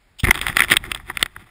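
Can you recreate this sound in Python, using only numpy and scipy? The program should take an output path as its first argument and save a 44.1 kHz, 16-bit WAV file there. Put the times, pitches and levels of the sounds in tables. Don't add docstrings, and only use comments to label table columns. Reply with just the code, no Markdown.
import sys
import numpy as np
from scipy import signal
from scipy.fft import rfft, irfft
from scipy.io import wavfile

SR = 44100
rng = np.random.default_rng(int(sys.argv[2]) if len(sys.argv) > 2 else 0)


def materialize(psi):
    bounded = np.clip(np.atleast_2d(psi).T, -1, 1)
    quanta = np.round(bounded * 32767).astype(np.int16)
    wavfile.write(sys.argv[1], SR, quanta)


N = 66150
TIME = np.arange(N) / SR
HIT_S = .234
REBOUND_S, REBOUND_DB = .003, -14


def thumps():
    # (time [s], level [dB], starting pitch [Hz], fade time [s])
    blows = [(0.2351, -6, 140, 0.0073), (0.284, -22, 251, 0.0039), (0.4957, -14.5, 149, 0.0023),
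             (0.71, -24.5, 275, 0.019), (0.916, -32.5, 127, 0.021), (1.096, -31.5, 240, 0.0049),
             (1.372, -35.5, 145, 0.0093), (1.421, -46.5, 340, 0.033)]
    rise_s, sag_s, sag_to = .0012, .008, .32
    out = np.zeros(N)
    for s, db, hz, fade_s in blows:
        cycles = np.cumsum(hz * (sag_to + (1 - sag_to) * np.exp(-TIME / sag_s))) / SR
        swell = (1 - np.exp(-TIME / rise_s)) * np.exp(-(TIME / fade_s) ** 2 / 2)
        add(out, s, -amp(db) * swell * np.sin(2 * np.pi * cycles))
    return out


def knocks(size=1764):
    # (time [s], relative level [dB], sharpness [dB], hollowness [dB])
    hits = [(0.2328,-30,5,-21), (0.2423,-10.5,-9,-16.5), (0.2466,-15,-19,-6), (0.2501,-6,-27,-30),
            (.270,-9,-42,-28), (0.2737,-16,-27,-10), (0.284,-12,-38,-2), (0.2916,-15,-23,-9),
            (0.3062,-26,1,4), (0.3429,-16.5,-11,-22), (0.349,-24,-3,2), (0.354,-26.5,7.5,3),
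            (0.375,-25,1,0.5), (0.3902,-27,1.5,-1.5), (0.4134,-14,-1,-19), (0.423,-22,-9,-27),
            (0.4816,-19.5,2,0.5), (0.499,-17.5,-41,-1), (0.5264,-23.5,-21,-18), (0.5613,-22,-6,-12.5),
            (0.588,-38,20.5,-24), (0.6328,-21.5,1,-13), (0.638,-11.5,-11.5,-30), (0.645,-15,-9,-11),
            (0.6837,-17,-30,-32), (0.6895,-32,0.5,4), (0.701,-18,1,-2.5), (0.7083,-19.5,0.5,-5),
            (0.7127,-6.5,-7,-23), (0.722,-14.5,4,-5), (0.728,-12,-0.5,-4.5), (0.7369,-9.5,-9.5,-10.5),
            (0.7405,-31,-22,4), (0.7602,-16.5,-21.5,-6), (.839,-20.5,-38,-13.5), (0.9472,-26,9,-6),
            (0.9586,-29.5,-33.5,2), (0.9735,-31,-6,-25), (0.998,-34.5,-35,1.5), (1.0992,-16.5,-52,-1.5),
            (1.104,-33.5,-33,12), (1.111,-34.5,-25,2.5), (1.194,-33.5,1.5,-6), (1.259,-20.5,-9.5,-8),
            (1.468,-50.5,-37,6.5)]
    contact_s, release_s = .0014, .0002
    t, out = np.arange(size) / SR, np.zeros(N)
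    press = lambda u: (u >= 0) * np.exp(-np.maximum(u - contact_s, 0) / release_s)
    contact = press(t) + amp(REBOUND_DB) * press(t - REBOUND_S)
    for s, db, sharp_db, hollow_db in hits:
        add(out, s, amp(db - 12) * housing(contact * rng.standard_normal(size), sharp_db, hollow_db))
    return out


def judders(size=1764):
    # (time [s], level [dB], pitch [Hz], length [s], relative grit [dB], hollowness [dB])
    contacts = [(0.3089,4,2069,0.0029,-9,3.5), (0.4662,-8,1716,0.0015,-1.5,-8), (.568,-5,1977,0.0016,4,-15),
                (0.5932,-4.5,1860,0.0011,-1,-10.5), (0.6043,0,2013,.0027,-4,-15),
                (0.6203,0,2010,0.0014,-12,-20), (0.718,1,1980,0.0019,-2,-12.5),
                (0.768,-1.5,3457,0.002,-5.5,-13), (0.916,-13.5,2595,0.0021,1.5,-14.5),
                (1.1709,-13,2270,.0018,-0.5,-13.5), (1.227,-2.5,3226,.0019,-1.5,-17),
                (1.364,-20,1620,0.0015,-14,5)]
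    rise_s, fade_s = .00029, .00028
    t, out = np.arange(size) / SR, np.zeros(N)
    for s, db, hz, length, grit_db, hollow_db in contacts:
        press = lambda u: np.clip(u / rise_s, 0, 1) * np.exp(-np.maximum(u - length, 0) / fade_s)
        slip = (press(t) + amp(REBOUND_DB) * press(t - REBOUND_S)) * np.sin(2 * np.pi * hz * t)
        sharp_db = 12 * np.log2(hz / 2970)
        grit = housing((t < length) * rng.standard_normal(size), sharp_db, hollow_db)
        grit -= slip * (grit @ slip) / (slip @ slip)
        add(out, s, amp(db) * (slip + amp(grit_db - 13.5) * grit))
    return out


def rubbing():
    # (time [s], relative level [dB])
    strength = [(.232,-54), (.238,-24.5), (.254,-27), (.258,-35), (.268,-33), (.272,-28), (.298,-30.5),
                (.325,-37), (.338,-45), (.36,-33.5), (.385,-32.5), (.405,-45), (.43,-31), (.46,-35),
                (.495,-26.5), (.52,-35), (.542,-43.5), (.6,-21), (.63,-27.5), (.672,-40.5), (.72,-21),
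                (.755,-37), (.79,-48), (.82,-49), (.86,-34), (.885,-47.5), (.91,-35.5), (.935,-47),
                (.965,-38), (.987,-51), (1.003,-49), (1.04,-57.5), (1.07,-46.5), (1.1,-34.5), (1.13,-54),
                (1.155,-39.5), (1.19,-49), (1.215,-27.5), (1.245,-49), (1.3,-57.5), (1.355,-53),
                (1.375,-51.5), (1.42,-48.5), (1.455,-61.5), (1.472,-52), (1.5,-56)]
    slips_per_s, spread_db = 1600, 3
    slips = (rng.random(N) < slips_per_s / SR) * rng.choice([-1, 1], N)
    slips = slips * amp(spread_db * np.minimum(rng.exponential(1, N), 4))
    friction = rng.standard_normal(N)
    crackle = evened(housing(slips, sharp_db=-6.5, hollow_db=-3))
    scrape = amp(-7) * evened(housing(friction, sharp_db=-3, hollow_db=-5.5))
    hiss = amp(-9.5) * evened(friction)
    return amp(1) * level(strength) * (TIME > HIT_S) * evened(crackle + scrape + hiss)


def housing(push, sharp_db, hollow_db):
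    # (pitch [Hz], level [dB], sharpness share [0-1], hollowness share [0-1])
    tones = [(771, -8, 0.02, 0.81), (1109, -1, 0.06, 1), (1402, -1, 0.13, 0.4), (1738, -1, 0.01, 0.32),
             (2041, 0, 0.02, 0.11), (2446, -1.5, 0.42, 0.06), (2598, -1, 0.78, 0.02), (3288, -1.5, 1, 0),
             (3609, -2.5, 1, 0.01), (5040, -8.5, 0.41, 0.04)]
    out = 0
    for k, (hz, db, sharp, hollow) in enumerate(tones):
        tone = evened(ring(push, hz, fade_s=.0095 * (2000 / hz) ** .33))
        out += (-1) ** k * amp(db + sharp * sharp_db + hollow * hollow_db) * tone
    return out


def mount(x, fade_s=.053):
    tail = rng.standard_normal(N) * amp(-60 * TIME / fade_s)
    return x + amp(-30) * signal.fftconvolve(x, tail / np.linalg.norm(tail))[:N]


def shell(x):
    # (frequency [Hz], level [dB])
    colour = [(60, -21.5), (250, 1), (520, -3.5), (900, -2), (3700, -1), (4300, -4), (5200, -8.5),
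              (6000, -4.5)]
    return coloured(x, colour)


def support_drone():
    # (pitch [Hz], width [Hz], level [dB]); wider tones die sooner
    tones = [(163, 62, -11.5), (308, 70, -4.5), (359.5, 22.7, -2), (701, 66, -9.5)]
    # (time [s], level [dB])
    strength = [(.232,-74), (.24,-24), (.265,-44), (.288,-26), (.31,-33.5), (.335,-56), (.36,-35.5),
                (.41,-53.5), (.445,-39.5), (.53,-54), (.61,-37.5), (.67,-53.5), (.725,-27.5), (.8,-64),
                (.87,-45.5), (1,-58.5), (1.055,-89), (1.1,-39.5), (1.14,-67), (1.19,-64), (1.225,-40),
                (1.295,-76.5), (1.37,-57.5), (1.5,-67)]
    push = rng.standard_normal(N)
    hum = sum(amp(db) * evened(ring(push, hz, np.log(1000) / np.pi / width)) for hz, width, db in tones)
    return level(strength) * hum * (TIME > HIT_S)


def stirred_air():
    # (time [s], level [dB])
    strength = [(0, -67), (.11, -62), (.228, -66), (.24, -27.5), (.3, -18), (.335, -43.5), (.49, -31),
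                (.56, -39.5), (.72, -36.5), (.8, -35.5), (.92, -43), (1.03, -44.5), (1.1, -44),
                (1.16, -39.5), (1.23, -41.5), (1.31, -54), (1.39, -46), (1.5, -61.5)]
    # (frequency [Hz], level [dB])
    colour = [(15, -11), (35, 5), (62, -1), (130, -6.5), (220, -14), (450, -30.5), (900, -24), (3000, -93)]
    return level(strength) * noise(colour)


def net_brush():
    # (time [s], level [dB])
    strength = [(.184,-101), (.186,-43), (.1965,-38), (.1975,-28.5), (.2,-35), (.2027,-28.5), (.209,-43),
                (.22,-54), (.26,-74)]
    # (frequency [Hz], level [dB])
    colour = [(300,-24), (1000,-16.5), (2000,-16), (2700,-3), (3500,4), (4300,-17), (5200,-4), (6000,-25.5)]
    return level(strength) * noise(colour)


def night_air():
    # (frequency [Hz], level [dB])
    colour = [(15, -21.5), (25, -1), (86, -6), (193, -8.5), (410, -10), (495, -16.5), (614, -11),
              (1380, -13.5), (2180, -9.5), (2630, -15.5), (5150, -20), (6050, -33)]
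    return amp(-62.5) * noise(colour)


def amp(db):
    return 10 ** (np.asarray(db) / 20)


def evened(x):
    return x / np.sqrt(np.mean(x ** 2) + 1e-20)


def level(curve):
    return amp(np.interp(TIME, *np.transpose(curve)))


def add(mix, s, sound):
    part = mix[max(round(s * SR), 0):][:len(sound)]
    part += sound[:len(part)]


def coloured(x, points, size=4096):
    hz, db = np.transpose(points)
    log_hz = np.log(abs(np.fft.fftfreq(size, 1 / SR)) + 1)
    log_gain = np.log(amp(np.interp(log_hz, np.log(hz + 1), db)))
    response = np.exp(np.conj(signal.hilbert(log_gain)))
    taps = np.fft.ifft(response).real[:size // 2]
    return signal.fftconvolve(x, taps)[:len(x)]


def noise(colour):
    return evened(coloured(rng.standard_normal(2 * N), colour)[N:])


def ring(x, hz, fade_s):
    pole = np.exp((2j * np.pi * hz - np.log(1000) / fade_s) / SR)
    return signal.lfilter([1], [1, -pole], x).imag


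def scene():
    rattle = shell(mount(knocks() + judders()) + rubbing())
    mono = thumps() + rattle + support_drone() + stirred_air() + net_brush() + night_air()
    return np.array([mono, mono])


def record(dry):
    input_hz, hold_hz, top_hz = 5850, 12000, 15650
    narrow = signal.oaconvolve(dry, signal.firwin(101, input_hz, fs=SR)[None], "same")
    mirrored = narrow * (1 + 2 * np.cos(2 * np.pi * hold_hz * TIME))
    held = irfft(rfft(mirrored) * np.sinc(np.fft.rfftfreq(N, 1 / SR) / hold_hz), N)
    overloaded = np.clip(held, -1, 1)
    treble_cut = signal.firwin(511, top_hz, window=("kaiser", 8), fs=SR)
    return signal.oaconvolve(overloaded, treble_cut[None], "same")


dry = scene()
out = record(dry)
materialize(out)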